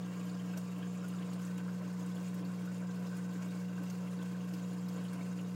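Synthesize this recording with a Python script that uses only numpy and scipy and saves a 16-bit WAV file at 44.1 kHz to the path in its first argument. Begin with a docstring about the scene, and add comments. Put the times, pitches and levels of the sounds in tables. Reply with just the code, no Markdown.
"""Aquarium sump, close up

Inside the cabinet under a tank, a mains-driven pump hums while water runs down a drain pipe into
the sump. The flow rings the pipe and the cabinet, air gulps, bubbles gurgle and droplets spit, all
blurred by the close walls. The microphone starts beside the pipe and, after about a second, moves
toward the front of the sump."""
import sys
import numpy as np
from scipy import signal
from scipy.fft import rfft, irfft
from scipy.io import wavfile

SR = 44100
rng = np.random.default_rng(int(sys.argv[2]) if len(sys.argv) > 2 else 0)


def store_pcm(level_fs):
    """Save levels as 16-bit WAV."""
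    pcm = np.round(np.clip(level_fs, -1, 1) * 32767).astype(np.int16)
    wavfile.write(sys.argv[1], SR, np.atleast_2d(pcm).T)


N = 244736
TIME = np.arange(N) / SR
BIN_HZ = np.maximum(np.fft.rfftfreq(N, 1 / SR), 1)
MAINS_HZ = 60.022

# Microphone path: time_s, position (0 beside the pipe, 1 in front of the sump)
MIC_PATH = [(0, 0.088), (1.05, 0.17), (1.55, 0.77), (5.55, 0.68)]
# Levels in the tables are relative: each source applies its own gain afterwards.
# Partials of the pump hum: mains_multiple, level_db
HUM_PARTIALS = [(2, -50.5), (3, -38), (4, -64.5), (5, -59.5), (6, -69.5), (8, -58), (10, -70), (12, -71),
                (15, -70.5), (17, -74.5), (18, -70.5), (20, -80)]
# Low gulps of air in the drain pipe: time_s, level_db
AIR_GULPS = [(.767, -53), (1.097, -56), (1.569, -53), (2.407, -49), (2.632, -51), (3.358, -55),
             (3.805, -50), (4.537, -50), (5.178, -49)]
# The loudest droplets: start_s, pitch_hz, ring_db, spit_db
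LOUD_DROPLETS = [(0.572, 5900, -53, -41), (1.08, 9700, -59.5, -50), (1.332, 8500, -61, -57),
                 (1.448, 7460, -55, -69), (1.576, 7000, -57.5, -50), (2.06, 8200, -57.5, -62),
                 (2.341, 13000, -61, -51), (3.167, 9650, -62, -53), (3.423, 6700, -58, -59),
                 (3.832, 13000, -67, -50), (3.899, 6300, -54.5, -51), (4.225, 7000, -61, -51),
                 (4.536, 5130, -57.5, -48), (4.883, 5200, -57.5, -48), (5.13, 9400, -57, -59)]
# The loudest bubbles: start_s, pitch_hz, level_db
LOUD_BUBBLES = [(0.291, 4350, -55.5), (0.393, 3100, -55.5), (0.531, 2580, -54.5), (0.531, 1574, -50.5),
                (.567, 610, -48), (0.82, 3190, -55.5), (0.825, 1620, -52), (1.035, 1420, -49.5),
                (1.134, 1350, -54), (1.219, 3080, -56.5), (1.329, 4400, -57.5), (1.574, 2720, -57.5),
                (1.679, 1550, -48), (2.162, 3220, -56), (2.448, 4390, -57.5), (2.671, 1480, -49),
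                (2.818, 1560, -52), (2.888, 1554, -52), (3.126, 1540, -51), (3.181, 1543, -52),
                (3.776, 1530, -51.5), (4.215, 3370, -55), (5.049, 3080, -54.5), (5.205, 2200, -52),
                (5.386, 2800, -53)]
# Colour of the running water: frequency_hz, gain_db
FLOW_COLOUR = [(25, -32), (60, -29), (90, -20), (135, -1), (190, 3.5), (235, -12.5), (560, -5),
               (820, -14.5), (1300, -15.5), (2100, -19.5), (4000, -25.5), (7500, -24.5), (11000, -33),
               (16000, -32)]
# Resonances of pipe and cabinet: centre_hz, width_hz, lift_at_pipe_db, lift_at_sump_db
RESONANCES = [(285, 80, 13.5, 12.5), (365, 29, -6, -5), (424, 82, 4, 4), (693, 36, 6.5, 0),
              (1035, 122, 9, 9), (1163, 18, 10, 5.5), (1336, 106, 5.5, 2.5), (1519, 60, -0.5, 10.5),
              (1610, 36, 10.5, 6.5), (2243, 20, 9.5, 5.5), (2454, 41, 8.5, 3.5), (2747, 180, 8.5, 6),
              (3020, 220, 4.5, -1.5), (3240, 43, 9, 7), (3810, 43, 6, 9.5), (4280, 110, 3.5, 3),
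              (4920, 590, 3.5, 2), (6460, 310, 2, 2.5), (7040, 390, 5, 3.5)]


def undb(db):
    """Decibels to gain."""
    return 10 ** (np.asarray(db) / 20)


def unit_rms(x):
    """Scale to rms 1."""
    return x / np.sqrt(np.mean(x ** 2))


def noise(response):
    """White noise shaped by one gain per frequency bin."""
    return irfft(rfft(rng.standard_normal(N)) * response, N)


def wander(rate_hz):
    """Smooth random drift of rms 1, mostly slower than rate_hz."""
    return unit_rms(noise(np.exp(-(BIN_HZ / rate_hz) ** 2)))


def add(out, start_s, sound):
    """Mix a sound into out at start_s."""
    i = min(max(int(start_s * SR), 0), N)
    out[i:i + len(sound)] += sound[:N - i]


def scattered(low_hz, high_hz, db, spread_db, count):
    """Small events at loose intervals, as rows of start_s, pitch_hz, level_db."""
    when, pitch, strength = rng.random((count, 3)).T
    start_s = (np.arange(count) + when) * N / SR / count
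    pitch_hz = low_hz * (high_hz / low_hz) ** pitch
    return list(zip(start_s, pitch_hz, db + spread_db * (2 * strength - 1)))


def mic_position():
    """Where the microphone is at each sample, between pipe (0) and sump (1)."""
    return np.interp(TIME, *np.transpose(MIC_PATH))


def wall_echoes(t60_s, build_s=0.0032, samples=5000):
    """Dense echoes between close glass and cabinet walls build up quickly and die away."""
    t = TIME[:samples]
    return rng.standard_normal(samples) * (1 - np.exp(-t / build_s)) * undb(-60 * t / t60_s)


def standing_waves(echo_db=-7.5, t60_s=0.22, corner_hz=1400):
    """Direct sound plus wall echoes at one spot: fine peaks and notches, mostly in the treble."""
    echoes = wall_echoes(t60_s)
    reflected = rfft(echoes / np.linalg.norm(echoes), N)
    response = 1 + undb(echo_db) * reflected * BIN_HZ / np.hypot(BIN_HZ, corner_hz)
    return response / np.sqrt(np.mean(np.abs(response) ** 2))


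def pump_hum():
    """Mains-locked hum; the upper partials waver with the load on the impeller."""
    phase = 2 * np.pi * MAINS_HZ * TIME + 0.004 * wander(10)
    hum = 0
    for multiple, db in HUM_PARTIALS:
        waver_db = 0.055 * multiple * wander(6.6)
        hum += undb(db + waver_db) * np.cos(multiple * phase)
    return hum * undb(0.9 * (1 + mic_position()))  # a touch louder toward the sump


def gulps(pipe_hz=292, gain_db=3, swell_s=0.013, lead_s=0.007):
    """Swallowed air briefly swells the lowest resonance of the drain pipe."""
    out, t = np.zeros(N), TIME[:8000]
    swell = (t / swell_s) ** 2 * np.exp(2 * (1 - t / swell_s))
    for time_s, db in AIR_GULPS:
        detune, phase = rng.uniform(-0.95, 1, 2)
        hz = pipe_hz * (1 + 0.056 * detune)
        tone = np.sin(2 * np.pi * hz * t + np.pi * phase)
        add(out, time_s - lead_s, undb(db + gain_db) * swell * tone)
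    return out


def bubble(hz, cycles, t60_s, rise=0.035, samples=5000):
    """A bubble rings for some cycles, rising in pitch, and the walls prolong it."""
    fade = np.exp(-TIME[:samples] * hz / cycles)
    pitch_hz = hz * (1 + rise * (1 - fade) - rise / 2)
    ring = fade * np.sin(2 * np.pi * np.cumsum(pitch_hz) / SR)
    heard = signal.fftconvolve(ring, wall_echoes(t60_s))[:samples]
    return heard / np.std(heard[:samples // 8])  # rms 1 at the start


def droplets(ring_gain_db=-3, spit_gain_db=0.5, low_cut_hz=4500):
    """Each droplet spits a bright tick and rings a tiny bubble; fine spray falls among the loud ones."""
    rings, spits = np.zeros(N), np.zeros(N)
    spray = scattered(low_hz=8050, high_hz=14000, db=-65.5, spread_db=2, count=14)
    spray = [(start_s, hz, db, db + 5) for start_s, hz, db in spray]  # more spit than ring
    for start_s, hz, ring_db, spit_db in LOUD_DROPLETS + spray:
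        add(rings, start_s, undb(ring_db + ring_gain_db) * bubble(hz, cycles=2.3, t60_s=0.045))
        add(spits, start_s, undb(spit_db + spit_gain_db) * wall_echoes(t60_s=0.053, build_s=0.0045))
    low_cut = signal.butter(2, low_cut_hz, "high", fs=SR, output="sos")
    return rings + signal.sosfilt(low_cut, spits)


def gurgles(gain_db=-5, pipe_hz=1520, pipe_width_hz=150):
    """Loud bubbles stand out, fainter ones trickle between; those in tune with the pipe ring longer."""
    out = np.zeros(N)
    trickle = scattered(low_hz=2680, high_hz=4400, db=-59.5, spread_db=1.5, count=9)
    burble = scattered(low_hz=1512, high_hz=1583, db=-58, spread_db=2, count=22)
    for start_s, hz, db in LOUD_BUBBLES + trickle + burble:
        in_tune = np.exp(-((hz - pipe_hz) / pipe_width_hz) ** 2)
        add(out, start_s, undb(db + gain_db) * bubble(hz, cycles=4 + 8 * in_tune, t60_s=0.078))
    return out


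def splashing(surge_db=0.5, surge_hz=4.8, ring_to_gush_db=50.5, settle_s=0.015):
    """Splash strength as a gain around 1: the stream surges, and each loud droplet stirs up a gush."""
    gushes = np.zeros(N)
    settle = np.exp(-TIME[:8000] / settle_s)
    for start_s, _, ring_db, _ in LOUD_DROPLETS:
        add(gushes, start_s, undb(ring_db + ring_to_gush_db) * settle)
    return unit_rms(undb(surge_db * wander(surge_hz)) * (1 + gushes))


def froth(splash, low_hz=1400, high_hz=13000, spread_db=2.5, gain_db=-53, count=750):
    """A swarm of small bubbles of many sizes where the stream enters the sump."""
    out = np.zeros(N)
    for when, pitch, strength in rng.random((count, 3)):
        hz = low_hz * (high_hz / low_hz) ** pitch
        db = spread_db * min(-np.log(1 - strength), 2.3)  # many faint, a few strong
        gain = undb(db) * np.sqrt(hz)  # smaller bubbles spread their sound over a wider band
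        add(out, when * N / SR, gain * bubble(hz, cycles=5.4, t60_s=0.064))
    return unit_rms(out) * splash * undb(gain_db)


def drain(splash, churn_gain_db=-45, fizz_gain_db=-46, split_hz=1900):
    """Water churns in the pipe, throbbing with the pump; higher in pitch, the surface fizzes."""
    low_band = 1 / np.sqrt(1 + (BIN_HZ / split_hz) ** 4)
    high_band = np.sqrt(1 - low_band ** 2)
    throb = 1 + 0.07 * np.cos(2 * np.pi * MAINS_HZ * TIME)
    churn = noise(low_band) * throb * undb(churn_gain_db + 1.37 * wander(25))
    fizz = noise(high_band) * splash * undb(fizz_gain_db + 1.63 * wander(38))
    return churn + fizz


def running_water(gain_db=10.5):
    """The flow rings pipe and cabinet; their resonances change in strength as the microphone moves."""
    splash = splashing()
    flow = rfft(drain(splash) + froth(splash))
    hz, db = np.transpose(FLOW_COLOUR)
    colour_db = np.interp(np.log(BIN_HZ), np.log(hz), db)
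    lifts_db = 0
    for centre_hz, width_hz, *peaks_db in RESONANCES:
        bell = np.exp(-2 * ((BIN_HZ - centre_hz) / width_hz) ** 2)
        lifts_db += np.outer(peaks_db, bell)
    at_pipe, at_sump = (irfft(flow * undb(colour_db + lift) * standing_waves(), N) for lift in lifts_db)
    crossfade = np.pi / 2 * mic_position()
    return undb(gain_db) * (np.cos(crossfade) ** 1.8 * at_pipe + np.sin(crossfade) ** 1.8 * at_sump)


def scene():
    """One close microphone hears the pump, the running water and its gulps, bubbles and droplets."""
    water = running_water()
    return (pump_hum() + water + gulps() + gurgles() + droplets())[None]


def record(dry):
    """The recorder cuts the treble steeply above 15.8 kHz."""
    high_cut = signal.ellip(12, 0.1, 80, 15800, fs=SR, output="sos")
    return signal.sosfilt(high_cut, dry)


dry = scene()
out = record(dry)
store_pcm(out)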